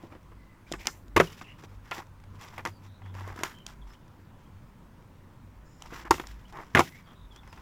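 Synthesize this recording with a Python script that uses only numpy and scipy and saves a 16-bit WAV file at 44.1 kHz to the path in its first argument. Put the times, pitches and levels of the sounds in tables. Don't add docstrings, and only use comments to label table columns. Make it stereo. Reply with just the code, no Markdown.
import sys
import numpy as np
from scipy import signal
from scipy.fft import rfft, irfft
from scipy.io import wavfile
from scipy.ndimage import uniform_filter1d

SR = 44100
rng = np.random.default_rng(int(sys.argv[2]) if len(sys.argv) > 2 else 0)


def persist_wave(psi):
    counts = np.round(np.clip(psi, -1, 1) * 32767).astype(np.int16)
    wavfile.write(sys.argv[1], SR, np.atleast_2d(counts).T)


def voltage_ratio(level):
    return 10 ** (np.asarray(level, float) / 20)


N = 335601

# (start [s], end [s], grind level [dB], sharpness: grit over grind [dB], centre of the grind [Hz])
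SCUFFS = [(0.0, 0.085, -61, -9, 911), (0.1, 0.17, -58.5, -15.5, 957), (0.665, 0.741, -64, 0.5, 1400),
          (0.783, 0.874, -52.5, -5, 2500), (0.915, 0.975, -58.5, -9.5, 2834),
          (1.355, 1.423, -68.5, 5, 1600), (1.46, 1.55, -61.5, -14, 2590), (1.583, 1.616, -56, -3.5, 1256),
          (1.621, 1.66, -51.5, -8.5, 1200), (1.68, 1.762, -65, -4.5, 1163), (1.836, 1.922, -59, -7, 1390),
          (1.922, 1.987, -45.5, -3.5, 1110), (2.332, 2.4, -61.5, -8, 1200),
          (2.393, 2.519, -52.5, -4.5, 1140), (2.513, 2.613, -55, -6.5, 1180), (2.82, 2.89, -64, -2, 1015),
          (3.023, 3.149, -61.5, -14, 1080), (3.137, 3.264, -49.5, -10.5, 1220),
          (3.256, 3.332, -46, -13.5, 1030), (3.326, 3.387, -52.5, -10, 1100),
          (3.374, 3.456, -48.5, -8.5, 1350), (3.868, 3.908, -58.5, -7.5, 1170),
          (3.906, 3.96, -62.5, -4, 1300), (4.385, 4.45, -67.5, -7, 1050), (5.796, 5.902, -56.5, -6, 1050),
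          (5.905, 6.038, -47.5, -4.5, 1366), (6.048, 6.084, -44.5, -21, 1350),
          (6.381, 6.468, -66.5, -6, 1227), (6.477, 6.513, -68.5, 4, 1168),
          (6.524, 6.643, -45.5, -17.5, 1037), (6.639, 6.753, -61.5, -6.5, 1200),
          (6.846, 6.895, -54.5, 0.5, 1850), (6.873, 7.03, -62, -2, 2000), (7.063, 7.152, -60.5, -12, 1220),
          (7.32, 7.393, -68.5, 2, 1350), (7.41, 7.55, -61.5, -8, 1173), (7.525, 7.618, -56.5, -8, 1046)]
# (start [s], t60 [s], grind level [dB], sharpness: grit over grind [dB], centre of the grind [Hz])
SKIDS = [(0.745, 0.08, -45, -9, 1315), (0.883, 0.077, -40, -16, 1400), (1.222, 0.65, -50, 2, 1336),
         (1.419, 0.06, -44.5, -10, 1400), (1.986, 0.16, -41, -10, 1130), (2.6, 0.23, -53.5, -9, 1100),
         (2.683, 0.09, -47, -1.5, 1110), (3.445, 0.27, -38, -5, 1400), (3.675, 0.25, -52.5, -3, 1275),
         (6.122, 0.36, -43, -0.5, 1115), (6.198, 0.057, -53, -13, 1240), (6.215, 0.41, -67.5, 0, 1336),
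         (6.28, 0.52, -63, 0, 1600), (6.812, 0.14, -46.5, 7.5, 1056)]
# (frequency [Hz], relative density [dB per Hz])
GRIT_COLOUR = [(180, -21), (330, 12.5), (520, 2.5), (900, 6.5), (1350, -0.5), (2000, 7.5), (3100, -14.5),
               (4300, -25.5), (5200, -21), (6000, -22.5), (6500, -28.5), (7300, -25), (8600, -35),
               (11500, -27), (13200, -27.5), (14900, -29), (16400, -33)]
# (grind [1/s], grit [1/s], fizz [1/s])
GRAINS_PER_S = (4500, 10000, 9000)
# (grind [dB], grit [dB], fizz [dB])
CLUMP_DB = (2.3, 1.8, 2)
# (frequency [Hz], relative density [dB per Hz])
AIR_COLOUR = [(12, -41), (20, -4), (43, -16.5), (99, -5.5), (217, -11.5), (331, -17.5), (464, -25),
              (519, -23.5), (727, -28.5), (990, -22.5), (1140, -27), (1550, -30.5), (4510, -43),
              (14700, -51), (16400, -50.5)]
# (frequency [Hz], side over middle [dB])
AIR_SIDE = [(60, -22), (120, -15), (240, -9), (480, 8.5), (950, 3.5), (1890, -0.5), (3770, 0.5), (7520, -1),
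            (15000, 1)]
# (frequency [Hz], left over right [dB])
AIR_BALANCE = [(60, 0.5), (130, 2), (290, -1.5), (640, -5), (1410, -9), (3100, -2.5), (6820, -4),
               (15000, 2)]
# (time [s], level [dB])
ENGINE_LEVEL = [(0.0, -57), (0.34, -58.5), (0.62, -61), (0.8, -56.5), (1.35, -58.5), (1.6, -55.5),
                (2.05, -55.5), (2.25, -49), (2.58, -56), (2.82, -45), (3.07, -47.5), (3.24, -42),
                (3.75, -75), (4.4, -60.5), (4.64, -55.5), (4.89, -68), (5.101, -56), (5.59, -56.5),
                (5.85, -74.5), (6.17, -61), (6.7, -71), (7.18, -63), (7.42, -55), (7.61, -54)]
# (time [s], clack peak [dB], weight: thud over clack [dB],
# hardness: crack over clack [dB], centre of the clack [Hz])
BLOWS = [(0.0357, -49.5, 16.5, -23, 970), (0.122, -41, 0, -23, 1040), (0.137, -49, 6, -22, 1170),
         (0.15, -44, 3, -28, 1150), (0.23, -61, -15, 5, 2010), (0.3174, -45.5, -3, -25, 1090),
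         (0.7163, -32, 9.5, -2, 1620), (0.723, -37, -2.5, 17, 2010), (0.7362, -23.5, -7, -16, 1750),
         (0.803, -47, -7, -3, 2240), (0.8558, -29.5, -9, -8, 1640), (0.87, -20, -28, 9.5, 2440),
         (0.877, -26, -11.5, -10.5, 1870), (1.081, -55, 4, 7, 2200), (1.1629, -10.5, -2.5, -12.5, 1850),
         (1.1652, -5, -11, -15.5, 1760), (1.1712, -15.5, 6, -10, 1330), (1.1764, -12.5, -14, -14.5, 1678),
         (1.193, -23.5, -2, -11, 2077), (1.199, -9, -8, -17, 1900), (1.2005, -6, 1, -15, 1000),
         (1.2072, -14.5, -2, -9, 1094), (1.2104, -20, -1, -18, 1000), (1.4122, -32.5, -9, -14, 1250),
         (1.6365, -41, 3, -3, 1690), (1.9114, -27, -18.5, -4, 1850), (1.915, -21, -26, -24, 1940),
         (1.981, -28.5, -4.5, -9.5, 1260), (2.0021, -37.5, -21, -7, 1290), (2.02, -40, -21, -13, 1140),
         (2.068, -58, -17, 3.5, 2000), (2.2, -50.5, -25, -5, 1830), (2.238, -46, -18, -6.5, 1600),
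         (2.4114, -38.5, -30, -2, 2230), (2.5796, -27, -17, -13, 1600), (2.5912, -29, -20, -24, 1890),
         (2.6515, -18, -9.5, -7.5, 1290), (2.66, -17.5, -9, -20, 1070), (2.672, -27.5, -8, -6, 1250),
         (2.863, -51.5, -5, -8, 1490), (3.0183, -43.5, -13, -21, 1130), (3.06, -44, -10, -19, 1730),
         (3.1503, -38, -3, -5, 1790), (3.2074, -32, -6.5, -16, 2080), (3.2756, -33, 0, -13, 1420),
         (3.361, -37.5, 0, -6, 1100), (3.39, -32, -6, -9, 1220), (3.41, -38, 6.5, -14, 1100),
         (3.434, -15.5, -15, -4.5, 1860), (3.5857, -49.5, -18, 0, 2350), (3.6648, -40, -14, 12.5, 2480),
         (4.08, -57, -13, 1.5, 2000), (5.024, -65, -19, 8, 2000), (5.8214, -41, -24, 9, 1840),
         (5.8593, -41, -22, -3, 1486), (5.87, -46, -2, -7.5, 1430), (5.9236, -35.5, 3, -26, 1600),
         (6.052, -37, -0.5, -11.5, 1540), (6.0676, -37, -24, -31, 1420), (6.1081, -3.5, -12.5, -8.5, 1070),
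         (6.111, -10, -11, -13, 1090), (6.1417, -22, -8.5, -8, 1550), (6.181, -34, -6, -6, 1950),
         (6.1975, -22.5, -4, -12.5, 1360), (6.238, -37, -18, -16, 1650), (6.27, -43.5, -16, 10.5, 1740),
         (6.525, -43, -12, 0.5, 1100), (6.571, -37, -4, -15, 1220), (6.5859, -34.5, -5.5, -36, 1190),
         (6.633, -56, -18, -14, 1170), (6.7493, -4, -9.5, -17, 1880), (6.7558, -10.5, -18, -13.5, 1530),
         (6.7678, -13, -4, -21.5, 1820), (6.7725, -9, -15, -21, 1630), (6.7834, -15.5, -1.5, -11, 1310),
         (6.7916, -13.5, -4, -7, 1200), (6.7925, -4, -3, -13, 1020), (6.798, -18.5, 4, -3, 1620),
         (6.8036, -13, -18, -12, 960), (7.361, -46.5, -16, 7, 1630), (7.433, -44, -9, -24, 1390),
         (7.475, -45, -4, -5, 1590), (7.5278, -35.5, -11.5, -9.5, 1973), (7.574, -42, -13, -17, 1750)]
# (frequency [Hz], level [dB], t60 [s])
DECK_MODES = [(100, -12, 0.098), (160, -17.5, 0.24), (245, -16, .04), (367, 1.5, 0.029),
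              (442.6, 4.5, 0.014), (524, -1.5, 0.02), (648, 4, 0.016), (780, -7.5, 0.065),
              (884.5, -4.5, 0.03), (1000, 12, 0.013), (1200, 10, 0.013), (1400, -6, 0.058),
              (1600, 10.5, 0.0072), (1850, 4.5, 0.012), (2045, 2.5, 0.015), (2400, 1, 0.01),
              (2500, -11, 0.0048), (3000, -15.5, 0.0079)]
# (frequency [Hz], relative density [dB per Hz])
CRACK_COLOUR = [(2000, -16.5), (3300, -5), (4200, -12), (5700, -5.5), (6300, -9.5), (6900, -7.5),
                (8600, -19), (9500, -7), (11500, -10), (13200, -13.5), (15000, -13.5), (16400, -43)]
# (frequency [Hz], t60 [s])
LOT_DECAY = [(150, 0.31), (600, 0.13), (2000, 0.092), (6000, 0.21), (14000, 0.54)]
# (start [s], end [s], start pitch [Hz], end pitch [Hz], level [dB])
WHISTLES = [(0.362, 0.595, 2050, 1970, -69.5), (0.664, 0.683, 2220, 2400, -61),
            (1.265, 1.283, 3090, 2820, -51), (2.695, 2.79, 5000, 4450, -71.5), (3.4, 3.44, 3100, 3060, -71),
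            (3.53, 3.639, 3120, 3070, -61), (3.814, 3.834, 3550, 3200, -63.5),
            (3.945, 3.959, 2950, 3170, -65.5), (3.895, 3.93, 5230, 5240, -68.5),
            (4.443, 4.473, 2860, 3300, -72), (4.558, 4.6, 3000, 3130, -79), (6.448, 6.489, 2850, 3450, -66),
            (6.9, 7.003, 1955, 2330, -59.5), (7.037, 7.08, 4700, 4550, -74),
            (7.306, 7.357, 3500, 3040, -62), (7.352, 7.406, 3280, 3540, -62.5),
            (7.484, 7.534, 5270, 4900, -66)]
# (start [s], end [s], start pitch [Hz], end pitch [Hz], level [dB])
BREATHY_NOTES = [(1.428, 1.538, 2720, 2770, -57), (2.847, 2.997, 3750, 3900, -70.5),
                 (3.02, 3.123, 3190, 3420, -68.5), (5.639, 5.814, 5300, 5300, -75),
                 (5.635, 5.82, 7040, 7060, -75), (7.053, 7.135, 3300, 3300, -65),
                 (7.138, 7.277, 3640, 3730, -69.5)]
# (frequency [Hz], left over right [dB], right's phase lead [rad], diffuse side [dB])
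PORTS = [(100, 0, .3, -28), (345, -3, .5, -20), (520, -6, .3, -17), (700, -6, -.4, -19),
         (1200, -4.5, -.5, -21), (1720, -9, -.4, -15), (2100, -13, -1.1, -11), (2600, 1, -1.9, -7),
         (3100, 5, -1.8, -6), (3600, -3, -1.3, -6), (4100, -5, -2, -4), (4800, 0, -1.1, -5),
         (5500, -6, -2, -5), (6500, -8, -2.4, -3), (7600, -12, -4.4, -4), (8600, -7, -4.8, -2),
         (10000, 2, -5.4, -3), (11400, 13, -5.3, -6), (16000, 13, -5, -6)]


def evened(x):
    return x / np.sqrt(np.mean(x ** 2) + 1e-20)


def peaked(x, db):
    return voltage_ratio(db) * x / abs(x).max()


def smoothed_twice(x, size):
    return uniform_filter1d(uniform_filter1d(x, size=size), size=size)


def read(points, hz, index=1):
    rows = np.transpose(points)
    return np.interp(np.log(hz + 1), np.log(rows[0] + 1), rows[index])


def add(mix, start_s, sound):
    part = mix[round(start_s * SR):][:len(sound)]
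    part += sound[:len(part)]


def colour(x, gain):
    return irfft(rfft(x) * gain(np.fft.rfftfreq(len(x), 1 / SR)), len(x))


def resonate(x, hz, width_hz):
    turn = np.exp(2j * np.pi * np.cumsum(hz * np.ones(len(x))) / SR)
    r = np.exp(-np.pi * width_hz / SR)
    return 2 * (turn * signal.lfilter([(1 - r) ** 2], [1, -2 * r, r * r], x / turn)).real


def scrape_strokes(t):
    edge_share, edge_db = 0.27, -5.5
    strokes = []
    for start_s, end_s, *row in SCUFFS:
        inside = np.minimum(t - start_s, end_s - t) / (edge_share * (end_s - start_s))
        inside = np.clip(inside, -9, 1)
        gate = np.clip(inside / .3 + .5, 0, 1)
        strokes.append((voltage_ratio(edge_db * (1 - inside)) * gate, row))
    for start_s, t60_s, *row in SKIDS:
        strokes.append((voltage_ratio(-60 * abs(t - start_s) / t60_s) * (t > start_s), row))
    return strokes


def scrapes():
    fizz_db, fizz_share = -14.5, 0.88
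    grain_db, surge_db = 2, 2
    out = np.zeros(N)
    levels, weighted_hz = np.zeros((3, N)), np.zeros(N)
    for shape, (grind_db, sharp_db, hz) in scrape_strokes(np.arange(N) / SR):
        layer_db = np.array([[0], [sharp_db], [fizz_db + fizz_share * sharp_db]])
        levels += shape * voltage_ratio(grind_db + layer_db)
        weighted_hz += shape * voltage_ratio(grind_db) * hz
    levels = uniform_filter1d(levels, size=300)
    surge = voltage_ratio(surge_db * evened(smoothed_twice(rng.standard_normal(N), 500)))
    centre_hz = (uniform_filter1d(weighted_hz, size=300) + 1e-3) / (abs(levels[0]) + 1e-6)

    def band_gain(hz, low_hz, top_hz):
        skirts = (1 + (low_hz / (hz + 1)) ** 12) * (1 + (hz / top_hz) ** 12)
        return voltage_ratio(read(GRIT_COLOUR, hz)) / np.sqrt(skirts)

    edges_hz = [(230, 3300), (3300, 8800), (8800, 16500)]
    for k, ((low_hz, top_hz), per_s, clump_db) in enumerate(zip(edges_hz, GRAINS_PER_S, CLUMP_DB)):
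        clumps = evened(uniform_filter1d(rng.standard_normal(N), 250))
        sizes = voltage_ratio(grain_db * np.minimum(rng.exponential(1, N), 5)) * rng.standard_normal(N)
        grains = sizes * (rng.random(N) < per_s / SR) * voltage_ratio(clump_db * clumps)
        band = colour(grains, lambda hz: band_gain(hz, low_hz, top_hz))
        if k == 0:
            band = .45 * band + resonate(band, centre_hz, width_hz=900)
            band /= np.sqrt(uniform_filter1d(band ** 2, 4000))
        out += evened(band) * levels[k] * surge
    return out


def air():
    frames, hz = N // 512 + 5, np.fft.rfftfreq(2048, 1 / SR)
    a, b, c, d, patches = rng.standard_normal((frames, len(hz), 5)).T
    patches = evened(uniform_filter1d(uniform_filter1d(patches, 20, 0), 8, 1))
    middle = a + 1j * b
    side = (c + 1j * d) * voltage_ratio(read(AIR_SIDE, hz))[:, None]
    z = np.array([middle, side]) * voltage_ratio(read(AIR_COLOUR, hz)[:, None] + 1.2 * patches)
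    middle, side = signal.istft(z, nperseg=2048, noverlap=1536)[1][:, :N]
    return voltage_ratio(-53.5) * np.array([middle, side]) / middle.std()


def drones():
    waver = evened(smoothed_twice(rng.standard_normal(N), 6000))
    engine_db = np.interp(np.arange(N) / SR, *np.transpose(ENGINE_LEVEL))
    hum_db = -59.5 + 7 * waver
    out = np.zeros(N)
    for drone_hz, width_hz, db in ((96.0, 6.5, engine_db), (49.2, 11, hum_db)):
        out += evened(resonate(rng.standard_normal(N), drone_hz, width_hz)) * voltage_ratio(db)
    return out


def background():
    middle, side = air()
    middle = middle + drones()
    return np.array([colour(middle + way * side, lambda f: voltage_ratio(way * read(AIR_BALANCE, f) / 2))
                     for way in (1, -1)])


def blows():
    out, t = np.zeros(N), np.arange(4096) / SR
    hz, mode_db, t60_s = np.transpose(DECK_MODES)[:, :, None]
    low = hz[:, 0] < 650
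    for start_s, clack_db, weight_db, hard_db, centre_hz in BLOWS:
        burst_t60_s = max(0.019 * np.exp(-0.047 * hard_db), .005)
        burst = voltage_ratio(-60 * t / burst_t60_s) * np.minimum(t / 0.00089, 1)
        draw = rng.standard_normal((len(DECK_MODES) + 3, len(t)))
        knocks = draw[0] * (abs(draw[1]) > 1.2) * burst
        knocks[24] += 2.5

        spot_db = -6 * np.log2(hz / centre_hz) ** 2 * ~low[:, None]
        modes = voltage_ratio(mode_db + spot_db + 1.5 * draw[3:, :1] - 60 * t / t60_s)
        modes = modes * np.sin(2 * np.pi * hz * (1 + 0.043 * draw[3:, 1:2]) * t)
        modes = modes * (1 - np.exp(-t * hz * 3.44))
        thud = signal.fftconvolve(knocks, modes[low].sum(0))[:len(t)]
        clack = signal.fftconvolve(knocks, modes[~low].sum(0))[:len(t)]

        top_db = -12.0 - 0.33 * hard_db
        snap = draw[2] * (0.26 + abs(draw[1]))
        snap = colour(snap, lambda f: voltage_ratio(read(CRACK_COLOUR, f) + top_db * (f > 8800)))
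        crack = snap * (burst ** 1.6 + 0.86 * burst)
        blow = peaked(thud, weight_db) + peaked(clack, 0) + peaked(crack, hard_db)
        add(out, start_s, voltage_ratio(clack_db) * blow)
    return colour(out, lambda f: 1 / np.sqrt(1 + (90 / (f + 1)) ** 6))


def lot(x):
    taps = rng.standard_normal((2, SR // 2)) * (rng.random((2, SR // 2)) < .1)
    taps[:, :500] = 0
    hz, t, z = signal.stft(taps, SR, nperseg=256)
    tail = signal.istft(z * voltage_ratio(-60 * t / read(LOT_DECAY, hz)[:, None]), SR, nperseg=256)[1]
    return signal.fftconvolve(x[None], tail / np.linalg.norm(tail[0]), axes=1)[:, :N]


def birds():
    out = np.zeros(N)
    blur_t = np.arange(SR // 8) / SR
    blur = rng.standard_normal(SR // 8) * voltage_ratio(-60 * blur_t / 0.48)
    notes = [(*row, .042) for row in WHISTLES] + [(*row, .12) for row in BREATHY_NOTES]
    for start_s, end_s, start_hz, end_hz, db, smear in notes:
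        t = np.arange(0, end_s - start_s, 1 / SR)
        glide_hz = np.linspace(start_hz, end_hz, len(t))
        tone = resonate(rng.standard_normal(len(t)), glide_hz, smear * start_hz)
        warble = 1 + 0.36 * np.sin(2 * np.pi * 55 * t)
        add(out, start_s, voltage_ratio(db) * evened(tone * warble) * signal.windows.tukey(len(t), .35))
    return out + voltage_ratio(-8.0) * signal.fftconvolve(out, blur / np.linalg.norm(blur))[:N]


def ports(x):
    def ratio(hz):
        return voltage_ratio(read(PORTS, hz)) * np.exp(-1j * read(PORTS, hz, index=2))

    side = colour(x, lambda hz: (ratio(hz) - 1) / (ratio(hz) + 1))
    smear = rng.standard_normal(256) * voltage_ratio(-60 * np.arange(256) / SR / 0.0073)
    shifting = evened(uniform_filter1d(rng.standard_normal(N), size=300))
    scattered = np.convolve(x * shifting, smear / np.linalg.norm(smear))[:N]
    side += colour(scattered, lambda hz: voltage_ratio(read(PORTS, hz, index=3)))
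    return np.array([x + side, x - side])


def scene():
    struck = blows()
    echo = voltage_ratio(-13.5) * lot(struck)
    near = ports(struck + scrapes() + echo[0] + birds())
    echo_side = voltage_ratio(-11.5) * echo[1] * np.array([[1], [-1]])
    return near + echo_side + background()


def roll_off(x):
    return signal.sosfilt(signal.butter(12, 16690, fs=SR, output="sos"), x)


def record(dry):
    heard = np.array([colour(x, lambda f: voltage_ratio(5 * np.exp(-((f - 14800) / 1300) ** 2))) for x in dry])
    return roll_off(np.clip(heard, -.95, .95))


dry = scene()
out = record(dry)
persist_wave(out)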